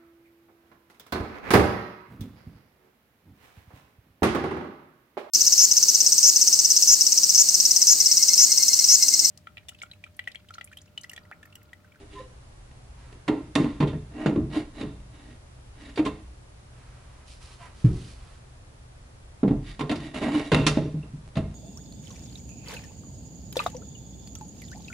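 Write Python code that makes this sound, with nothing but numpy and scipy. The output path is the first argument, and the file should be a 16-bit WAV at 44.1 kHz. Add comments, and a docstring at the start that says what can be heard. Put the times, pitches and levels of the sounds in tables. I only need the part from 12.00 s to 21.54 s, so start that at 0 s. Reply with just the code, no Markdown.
"""Wooden shelf boards knock and scrape into a hollow bookcase, which rings with every contact.
Each of the two boards bumps the side panels, rasps inward in short pushes with the odd stick-slip
squeak, drops onto its pegs and rocks to rest. Between the two, a board is picked up and thumps the
carpet, and clothes rustle. Under it all lie a low ventilation rumble, mains hum and a faint hiss."""
import sys
import numpy as np
from scipy import signal
from scipy.fft import rfft, irfft, next_fast_len
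from scipy.io import wavfile
from scipy.ndimage import uniform_filter1d

SR = 44100
rng = np.random.default_rng(int(sys.argv[2]) if len(sys.argv) > 2 else 0)


def generate_wav(signal):
    """Clip the signal to [-1, 1] and save it as 16-bit WAV at the path in sys.argv[1]."""
    frames = np.transpose(np.atleast_2d(signal))
    scaled = np.clip(frames, -1, 1) * 32767
    pcm = np.round(scaled).astype(np.int16)
    wavfile.write(sys.argv[1], SR, pcm)


N = 420846


def amp(db):
    return 10 ** (np.asarray(db) / 20)


def unit_rms(x):
    return x / np.sqrt(np.mean(x ** 2) + 1e-20)


def bins(size):
    return np.fft.rfftfreq(size, 1 / SR)


def add(mix, start_s, sound):
    part = mix[:, max(round(start_s * SR), 0):][:, :sound.shape[1]]
    part += sound[:, :part.shape[1]]


def curve_at(points, hz):
    """A curve of straight lines on a log-frequency axis."""
    point_hz, value = np.transpose(points)
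    return np.interp(np.log(hz + 1), np.log(point_hz + 1), value)


def eq(x, points):
    """Shapes x with an EQ curve of (Hz, dB) points."""
    size = next_fast_len(x.shape[-1])
    return irfft(rfft(x, size) * amp(curve_at(points, bins(size))), size)[..., :x.shape[-1]]


def causal(db):
    """Minimum-phase response with the given gain: nothing sounds before the blow."""
    log_gain = np.log(amp(np.r_[db, db[-2:0:-1]]))
    return np.exp(np.conj(signal.hilbert(log_gain)))[:len(db)]


def wander(hz):
    """Random unevenness up to the given rate."""
    return unit_rms(signal.sosfilt(signal.butter(2, hz, fs=SR, output="sos"), rng.standard_normal(N)))


# Tone of the background air. Each row: frequency in Hz, relative level in dB.
AIR_EQ = [(12, -16), (20, -2.5), (64, 3), (92, -4), (124, -4.5), (157, -12), (204, -18), (288, -17.5),
          (328, -23.5), (355, -19), (475, -22.5), (528, -20.5), (1300, -27.5), (3020, -34.5), (11000, -39),
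          (14300, -93), (22000, -120)]
# Its stereo spread. Each row: frequency in Hz, side against mid in dB.
AIR_WIDTH = [(20, -44), (60, -34), (110, -20), (190, -4.5), (350, -2), (1100, 1.5), (3600, 2), (11000, 0.5)]

def room_tone(air_db=-48.5, hum_hz=121.3, hum_db=-57.5):
    """A steady bed of ventilation rumble, mains hum and microphone hiss, as left and right."""
    mid, side = amp(air_db) * unit_rms(eq(rng.standard_normal((2, N)), AIR_EQ))
    mid = mid + amp(hum_db) * np.sqrt(2) * np.sin(2 * np.pi * hum_hz * np.arange(N) / SR)
    side = eq(side, AIR_WIDTH)
    return np.array([mid + side, mid - side])


# Decay of the carpeted room. Each row: frequency in Hz, seconds to fall by 60 dB.
ROOM_DECAY = [(60, 0.55), (150, 0.24), (350, 0.34), (1000, 0.37), (3000, 0.58), (9000, 0.42)]
# Tone of the reverb as it begins. Each row: frequency in Hz, relative level in dB.
ROOM_EQ = [(60, 2), (150, -7), (350, -7), (1000, -10.5), (3000, -19), (9000, -16)]

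def room_tail(size):
    """Mid and side of the room's echoes; each frequency dies at its own speed."""
    hz, t, noise = signal.stft(rng.standard_normal((2, size)), SR, nperseg=256)
    fade_db = curve_at(ROOM_EQ, hz)[:, None] - 60 * t / curve_at(ROOM_DECAY, hz)[:, None]
    return signal.istft(noise * amp(fade_db), SR, nperseg=256)[1][:, :size]


def in_room(x, wet_db):
    """Adds the room's echoes to a mid and side pair."""
    tail = room_tail(size=32768)
    return x + amp(wet_db) * signal.oaconvolve(x[:1], tail / np.linalg.norm(tail[0]), axes=1)[:, :N]


def stroke(start_s, rise_s, length_s, db, swell_db=17, release_db_per_s=286):
    """Envelope of one rubbing movement: it swells, holds, and dies away once the hand stops."""
    t = np.arange(N) / SR - start_s
    attack_db = -swell_db * np.clip(1 - t / max(rise_s, .001), 0, 1)
    release_db = -release_db_per_s * np.clip(t - length_s, 0, 1)
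    return (t >= 0) * amp(db + attack_db + release_db)


def friction(eq_points, uneven_db, catch_hz, panels=()):
    """Countless tiny slips merge into a rasp that swells as surfaces catch, ringing any panels given."""
    slips = amp(uneven_db * wander(catch_hz)) * rng.standard_normal((2, N))
    size = 2 * next_fast_len(N // 2 + 1)
    for panel in panels:
        slips = irfft(rfft(slips, size) * panel(bins(size)), size)[:, :N]
    return unit_rms(eq(slips, eq_points))


# Cloth's midrange rub and its airy hiss. Each row: frequency in Hz, relative level in dB.
RUB_EQ = [(200, -3), (600, 0), (1100, 6.5), (2500, 1), (5000, -15)]
HISS_EQ = [(1000, -25), (2500, 0.5), (4300, 2.5), (7000, -4.5), (11000, -7)]
# Clothes and board brushing the carpet. Each row: start, attack and length in seconds,
# relative levels of rub and hiss in dB.
BRUSHES = [(0.923, 0.063, 0.21, -60.5, -69), (4.7, 0.077, .54, -61.5, -70.5),
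           (5.261, .018, 0.076, -76, -53.5), (5.398, 0.011, 0.14, -58.5, -55.5),
           (5.579, 0.04, 0.086, -49.5, -61), (5.745, 0.18, 0.067, -51, -46.5),
           (5.844, .002, .005, -46.5, -55), (5.872, 0.092, 0.25, -60.5, -54.5),
           (6.138, 0.07, 0.22, -60, -64)]

def rustle():
    """Cloth and carpet fibres brush in a fine, soft grain."""
    rub = amp(-3) * friction(RUB_EQ, uneven_db=0.5, catch_hz=60)
    hiss = amp(-1) * friction(HISS_EQ, uneven_db=1.9, catch_hz=150)
    out = np.zeros((2, N))
    for *timing, rub_db, hiss_db in BRUSHES:
        out += stroke(*timing, rub_db) * rub + stroke(*timing, hiss_db) * hiss
    return in_room(out, wet_db=-4.5)


# Board on the floor. Each row: mode frequency in Hz, relative level in dB, seconds to fall by 60 dB.
FLOOR_MODES = [(73, -16, 0.18), (120, -5, 0.046), (127, -5.5, 0.086), (149, -8.5, 0.068),
               (295.6, -13.5, 0.13), (354, -26, 0.099), (425, -33, 0.17)]
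# Fibres crushed under the board's corner. Each row: frequency in Hz, relative level in dB.
PUFF_EQ = [(80, -18), (200, 6.5), (380, 5), (550, -14.5), (1000, -23), (2500, -51), (6000, -42)]

def carpet_thump(start_s=5.8435, rise_s=0.004, ring_db=-5.5, puff_db=-31, puff_s=0.073):
    """A board's corner lands on carpet, which softens the blow to the lowest modes and a dull puff."""
    out, t = np.zeros((2, N)), np.arange(SR) / SR
    ring = sum(amp(db - 60 * t / t60) * np.sin(2 * np.pi * hz * t) for hz, db, t60 in FLOOR_MODES)
    puff = amp(puff_db) * unit_rms(eq(rng.standard_normal((2, SR)), PUFF_EQ)) * np.exp(-t / puff_s)
    attack = 1 - np.exp(-t / rise_s)
    add(out, start_s, (amp(ring_db) * np.array([ring, 0 * ring]) + puff) * attack)
    return in_room(out, wet_db=-9.5)


# Squeaking edges. Each row: midpoint in seconds, length in seconds, pitch in Hz, level in dB.
SQUEAKS = [(.02, 0.058, 404, -51), (0.163, 0.1, 398, -47), (0.181, 0.08, 1024, -44),
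           (0.208, 0.045, 511, -39), (.19, 0.059, 1808, -53.5), (2.576, 0.038, 296.4, -28),
           (4.002, 0.0388, 296, -25.5), (5.615, 0.058, 694, -51.5), (5.643, 0.097, 990, -51.5),
           (9.033, 0.015, 2790, -49.5), (9.377, .045, 648, -31.5)]

def squeaks(waver=0.021, overtone_db=-22):
    """An edge sticks and slips at a nearly steady rate, giving a short, wavering tone."""
    out = np.zeros((2, N))
    for middle_s, length_s, hz, db in SQUEAKS:
        wobble = unit_rms(uniform_filter1d(rng.standard_normal(SR), size=200))[:int(length_s * SR)]
        phase = 2 * np.pi * np.cumsum(hz * (1 + waver * wobble)) / SR
        envelope = amp(db) * np.sqrt(2) * np.hanning(len(phase))
        tone = envelope * (np.sin(phase) + amp(overtone_db) * np.sin(2 * phase))
        add(out, middle_s - length_s / 2, np.array([tone, 0 * tone]))
    return in_room(out, wet_db=-9.0)


def resonances(modes, hz):
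    """Response of a panel: ringing peaks on a flat floor of dense modes."""
    peaks = sum(amp(db) ** 2 / (1 + (2 * (hz - centre) / width) ** 2) for centre, width, db in modes)
    return causal(10 * np.log10(1 + peaks))


# Modes of a shelf board. Each row: frequency in Hz, width in Hz, dB against the floor of dense modes.
BOARD_MODES = [(624, 22, 2), (798, 23, 2.5), (1634, 18, 8), (1910, 57, 6), (2260, 50, 10), (2780, 63, 5),
               (2920, 84, 9.5), (3870, 76, 8), (4460, 67, 0.5), (5900, 90, 1.5)]

def board(hz):
    """The bright ring of a board while its edge rasps."""
    return resonances(BOARD_MODES, hz)


# Modes of the bookcase. Each row: frequency in Hz, width in Hz, dB against the floor of dense modes.
CABINET_MODES = [(39.5, 2.7, 21), (59.2, 1.6, 23), (88, 3.2, 15.5), (127, 10, -3), (149.5, 8, 8),
                 (204.4, 3.5, 10.5), (237.6, 8.8, 10), (274, 26, 1.5), (273.7, 29, 7), (303, 28, 7.5),
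                 (388, 6.2, -11), (424.2, 6.8, 10.5), (633, 18, 9), (778, 37, 0.5), (837, 9.2, 8.5),
                 (926, 15, 12.5), (1038, 44, 14), (1083, 34, 9.5), (1210, 23, 10), (1366, 40, 10),
                 (1878, 58, 3), (2150, 140, -3), (2130, 9.1, 8), (2450, 25, 6.5), (2708, 59, 10),
                 (3610, 20, 9), (3690, 78, 2.5), (4560, 24, -24), (4764, 27, 7), (4570, 38, 3.5),
                 (5680, 51, 6), (6890, 56, 8.5)]

def cabinet(hz):
    """The hollow ring of the bookcase's panels."""
    return resonances(CABINET_MODES, hz)


# The board's low drag and its edge's bright grit. Each row: frequency in Hz, relative level in dB.
DRAG_EQ = [(60, -26.5), (140, -7), (290, 6.5), (450, -2.5), (680, -2.5), (1000, -15.5), (1800, -14),
           (2900, -21), (4500, -60)]
GRIT_EQ = [(300, -34), (800, -14.5), (1900, 3.5), (2800, -3), (3300, 3), (4200, -1), (6000, -9),
           (11000, -10.5)]
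# Pushes along the side panels. Each row: start, attack and length in seconds, relative levels of drag
# and grit in dB, the board mode that the grip leaves free in Hz.
PUSHES = [(0.0, 0.0013, 0.0084, -46, -57, 1270), (0.091, 0.047, 0.12, -56, -53, 1340),
          (2.112, 0.084, 0.18, -32, -52.5, 1980), (2.5, 0.058, 0.08, -30.5, -40.5, 4230),
          (2.737, 0.066, 0.08, -35.5, -46.5, 4060), (3.107, 0.029, 0.22, -55, -60.5, 1820),
          (3.737, 0.085, .16, -49, -52.5, 1740), (7.627, 0.048, 0.087, -56.5, -47.5, 4700),
          (7.986, .02, 0.093, -41.5, -48, 1920), (8.137, 0.01, 0.044, -30.5, -41, 2220),
          (8.205, 0.017, 0.083, -27, -42.5, 1620), (8.305, 0.04, 0.096, -26.5, -38.5, 2280),
          (8.438, 0.0078, 0.037, -44, -47, 6740)]

def scrapes(ring_db=-2, ring_q=13, judder_db=1.2, judder_hz=50):
    """The board's weight shakes the panels while its raw edge rasps along them and sets it ringing."""
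    drag = amp(-3) * friction(DRAG_EQ, uneven_db=-2.5, catch_hz=120, panels=(cabinet, board))
    grit = amp(-2) * friction(GRIT_EQ, uneven_db=2.0, catch_hz=214, panels=(cabinet, board))
    out = np.zeros((2, N))
    for *timing, drag_db, grit_db, ring_hz in PUSHES:
        rasp = grit + amp(ring_db) * signal.lfilter(*signal.iirpeak(ring_hz, ring_q, fs=SR), grit)
        out += stroke(*timing, drag_db) * drag + stroke(*timing, grit_db) * rasp
    return in_room(out * amp(judder_db * wander(judder_hz)), wet_db=-10.0)


# Edges in Hz of a knock's five registers: boom, body, clack, crack and tick.
REGISTER_EDGES_HZ = [60, 180, 500, 1500, 4500, 11000]
# Offsets in dB that all knocks share, for body, clack, crack and tick.
REGISTER_DB = [0.12, 2.35, 0.52, 0.28]

def knock_colour(spectrum, hz, strength_db, tilt_db, boom_db, window_s=0.028):
    """EQ that balances a knock's registers: the softer the contact, the faster the treble falls off."""
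    edges = np.array(REGISTER_EDGES_HZ)
    centres = np.sqrt(edges[1:] * edges[:-1])
    octaves_above_body = np.log2(centres[1:] / centres[1])
    target_db = strength_db + np.r_[boom_db, np.array(REGISTER_DB) + tilt_db * octaves_above_body]
    energy = np.histogram(hz, edges, weights=abs(spectrum) ** 2)[0] / (len(hz) - 1)
    gain_db = target_db - 10 * np.log10(energy / (window_s * SR))
    return causal(curve_at(np.c_[centres, gain_db], hz))


# Broad tone of the struck wood. Each row: frequency in Hz, relative level in dB.
WOOD_EQ = [(30, -13.5), (70, -10), (100, -1.5), (135, 10), (300, 1.5), (480, -4), (1000, -25.5),
           (2000, -13.5), (3200, -15.5), (4200, -22), (5300, -35), (7000, -40.5), (11000, -45.5)]
# Board against cabinet. Each row: start in seconds, the low and the high mode this spot favours in Hz,
# strength in dB, hardness as treble tilt in dB per octave, carcass boom in dB, chatter decay in seconds.
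KNOCKS = [(0.712, 133, 820, -60.5, -2.5, -3, 0.0062), (1.127, 372, 1820, -53.5, -3.5, -9, 0.0039),
          (1.279, 310, 2100, -31.5, -4, -7, 0.013), (1.282, 294, 965, -20.5, -7, -30.5, 0.0096),
          (1.296, 292, 930, -20, -13, -18, 0.0055), (1.5535, 273, 1060, -32.5, -0.42, 3, .007),
          (1.559, 289, 1860, -17.5, -6.5, -20, .0043), (1.6, 292, 1370, -18, -17, -12, 0.0054),
          (1.645, 261, 1090, -29.5, -6.5, -10, 0.0014), (1.803, 325, 1050, -23, -6, 3.5, 0.018),
          (1.826, 148, 412, -22, -7.5, -5.5, 0.012), (1.872, 291, 3460, -40, -3.5, 12.5, 0.027),
          (1.929, 136, 1810, -33.5, -9, 3.5, 0.028), (2.26, 316, 6600, -17, -7.5, -9.5, 0.014),
          (2.322, 285, 435, -26, -12, -10, 0.01), (2.36, 330, 1130, -23.5, -10.5, -31, 0.0058),
          (2.374, 321, 970, -20.5, -19.5, -3, 0.008), (2.513, 303, 3750, -48, -8, -10, 0.0048),
          (2.812, 292, 3820, -33, -5.5, -2.5, 0.0053), (2.829, 280, 430, -30.5, -13, -5.5, 0.014),
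          (3.958, 315, 4700, -57, 1, 2, 0.016), (3.975, 304, 2290, -27, -5.5, -30, 0.016),
          (3.993, 305, 700, -27, -6.5, -9.5, 0.008), (4.051, 268, 1071, -37.5, -2.5, -9, 0.022),
          (4.061, 303, 1050, -28, -5, -14, 0.014), (7.431, 269, 770, -16, -13, -15, 0.012),
          (7.448, 207, 861, -17.5, -20, -9, 0.014), (7.479, 208, 730, -25.5, -8.5, -0.5, 0.011),
          (7.509, 287, 800, -20.5, -13, -3, 0.012), (7.793, 306, 1090, -33.5, -4, -15, 0.018),
          (7.809, 161, 1060, -29, -5, -4, 0.01), (7.895, 323, 3900, -26, -5, -14, 0.011),
          (7.913, 310, 710, -26, -4.5, -7.5, 0.015), (7.956, 185, 5300, -47, -1, 0, 0.015),
          (8.218, 282, 800, -27.5, -5.5, -13, 0.034), (8.5178, 145, 1560, -17, -5, -9.5, 0.013),
          (8.535, 264, 3600, -26, -4.5, 5, 0.0052), (8.546, 153, 2720, -21, -3.5, -6, 0.0038),
          (8.595, 137, 1220, -24.5, -10, -2, 0.0027), (8.6657, 302, 5600, -23.5, -1, 3, 0.017),
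          (8.771, 160, 590, -19.5, -9, -4.5, 0.014), (8.855, 153, 600, -31, -12.5, -17.5, 0.011),
          (8.941, 163, 847, -33, -15.5, 4.5, 0.023), (9.033, 171, 2780, -42.5, -9, -33, 0.036),
          (9.135, 156, 527, -44.5, -25, 12, 0.01), (9.355, 150, 3850, -42.5, -3, -11, 0.015),
          (9.369, 171, 740, -29, -5, 8.5, 0.015), (9.383, 159, 620, -29, -13, -8.5, 0.014)]

def knocks(push=3.7, heave=10.5, heave_hz=600, glancing_s=0.038, echo_build_s=0.0065,
           low_db=7, low_width_hz=34, high_db=3, high_q=10):
    """Each contact is a thrust and a short chatter; its hardness and place colour the cabinet's ring."""
    size = 32768
    out, t, hz = np.zeros((2, N)), np.arange(size) / SR, bins(size)
    body = cabinet(hz) * causal(curve_at(WOOD_EQ, hz))
    # a hard edge gives an instant push; the board's mass follows with a slower heave
    thrust = np.array([push + heave / (1 + 1j * hz / heave_hz) ** 3, np.zeros(len(hz))])
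    for start_s, low_hz, high_hz, strength_db, tilt_db, boom_db, chatter_s in KNOCKS:
        # a glancing contact starts softly and chatters longer; a square one has more thrust
        squareness = 1 / (1 + (chatter_s / glancing_s) ** 2)
        age = t / chatter_s
        chatter = rng.standard_normal((2, size)) * np.exp(-age) * (1 - np.exp(-age / 0.06))
        echoes = room_tail(size) * (1 - np.exp(-t / echo_build_s))
        low_mode = 1 + amp(low_db) / (1 + 2j * (hz - low_hz) / low_width_hz)
        high_mode = 1 + amp(high_db) / (1 + 2j * high_q * (hz / high_hz - 1))
        spectrum = (squareness * thrust + rfft(chatter + echoes)) * body * low_mode
        colour = knock_colour(spectrum[0], hz, strength_db, tilt_db, boom_db)
        add(out, start_s, irfft(spectrum * colour * high_mode))
    return out


# Stereo spread of the action. Each row: frequency in Hz, side gain in dB.
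STEREO_WIDTH = [(60, -33), (125, -28), (250, -22.5), (500, -13.5), (1000, -8.5), (2000, -7.2), (4000, -5.2),
                (9000, -4.5)]
# Its pan. Each row: frequency in Hz, left against right in dB.
STEREO_PAN = [(60, -.1), (125, -.3), (250, -.6), (500, -1.5), (1000, -3.2), (2000, -3.1), (4000, -2.2),
              (9000, -2.3)]

def scene():
    """The shelf work over the room tone: the bass sits centred, the treble is wide and leans right."""
    mid, side = knocks() + scrapes() + squeaks() + carpet_thump() + rustle()
    side = eq(side, STEREO_WIDTH)
    left = eq(mid + side, [(hz, db / 2) for hz, db in STEREO_PAN])
    right = eq(mid - side, [(hz, -db / 2) for hz, db in STEREO_PAN])
    return np.array([left, right]) + room_tone()


def record(dry):
    """A steep high cut takes off the top octave."""
    low_pass = signal.firwin(401, cutoff=11250, window=("kaiser", 8), fs=SR)
    return signal.oaconvolve(dry, low_pass[None], "same", axes=1)


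dry = scene()
out = record(dry)
generate_wav(out)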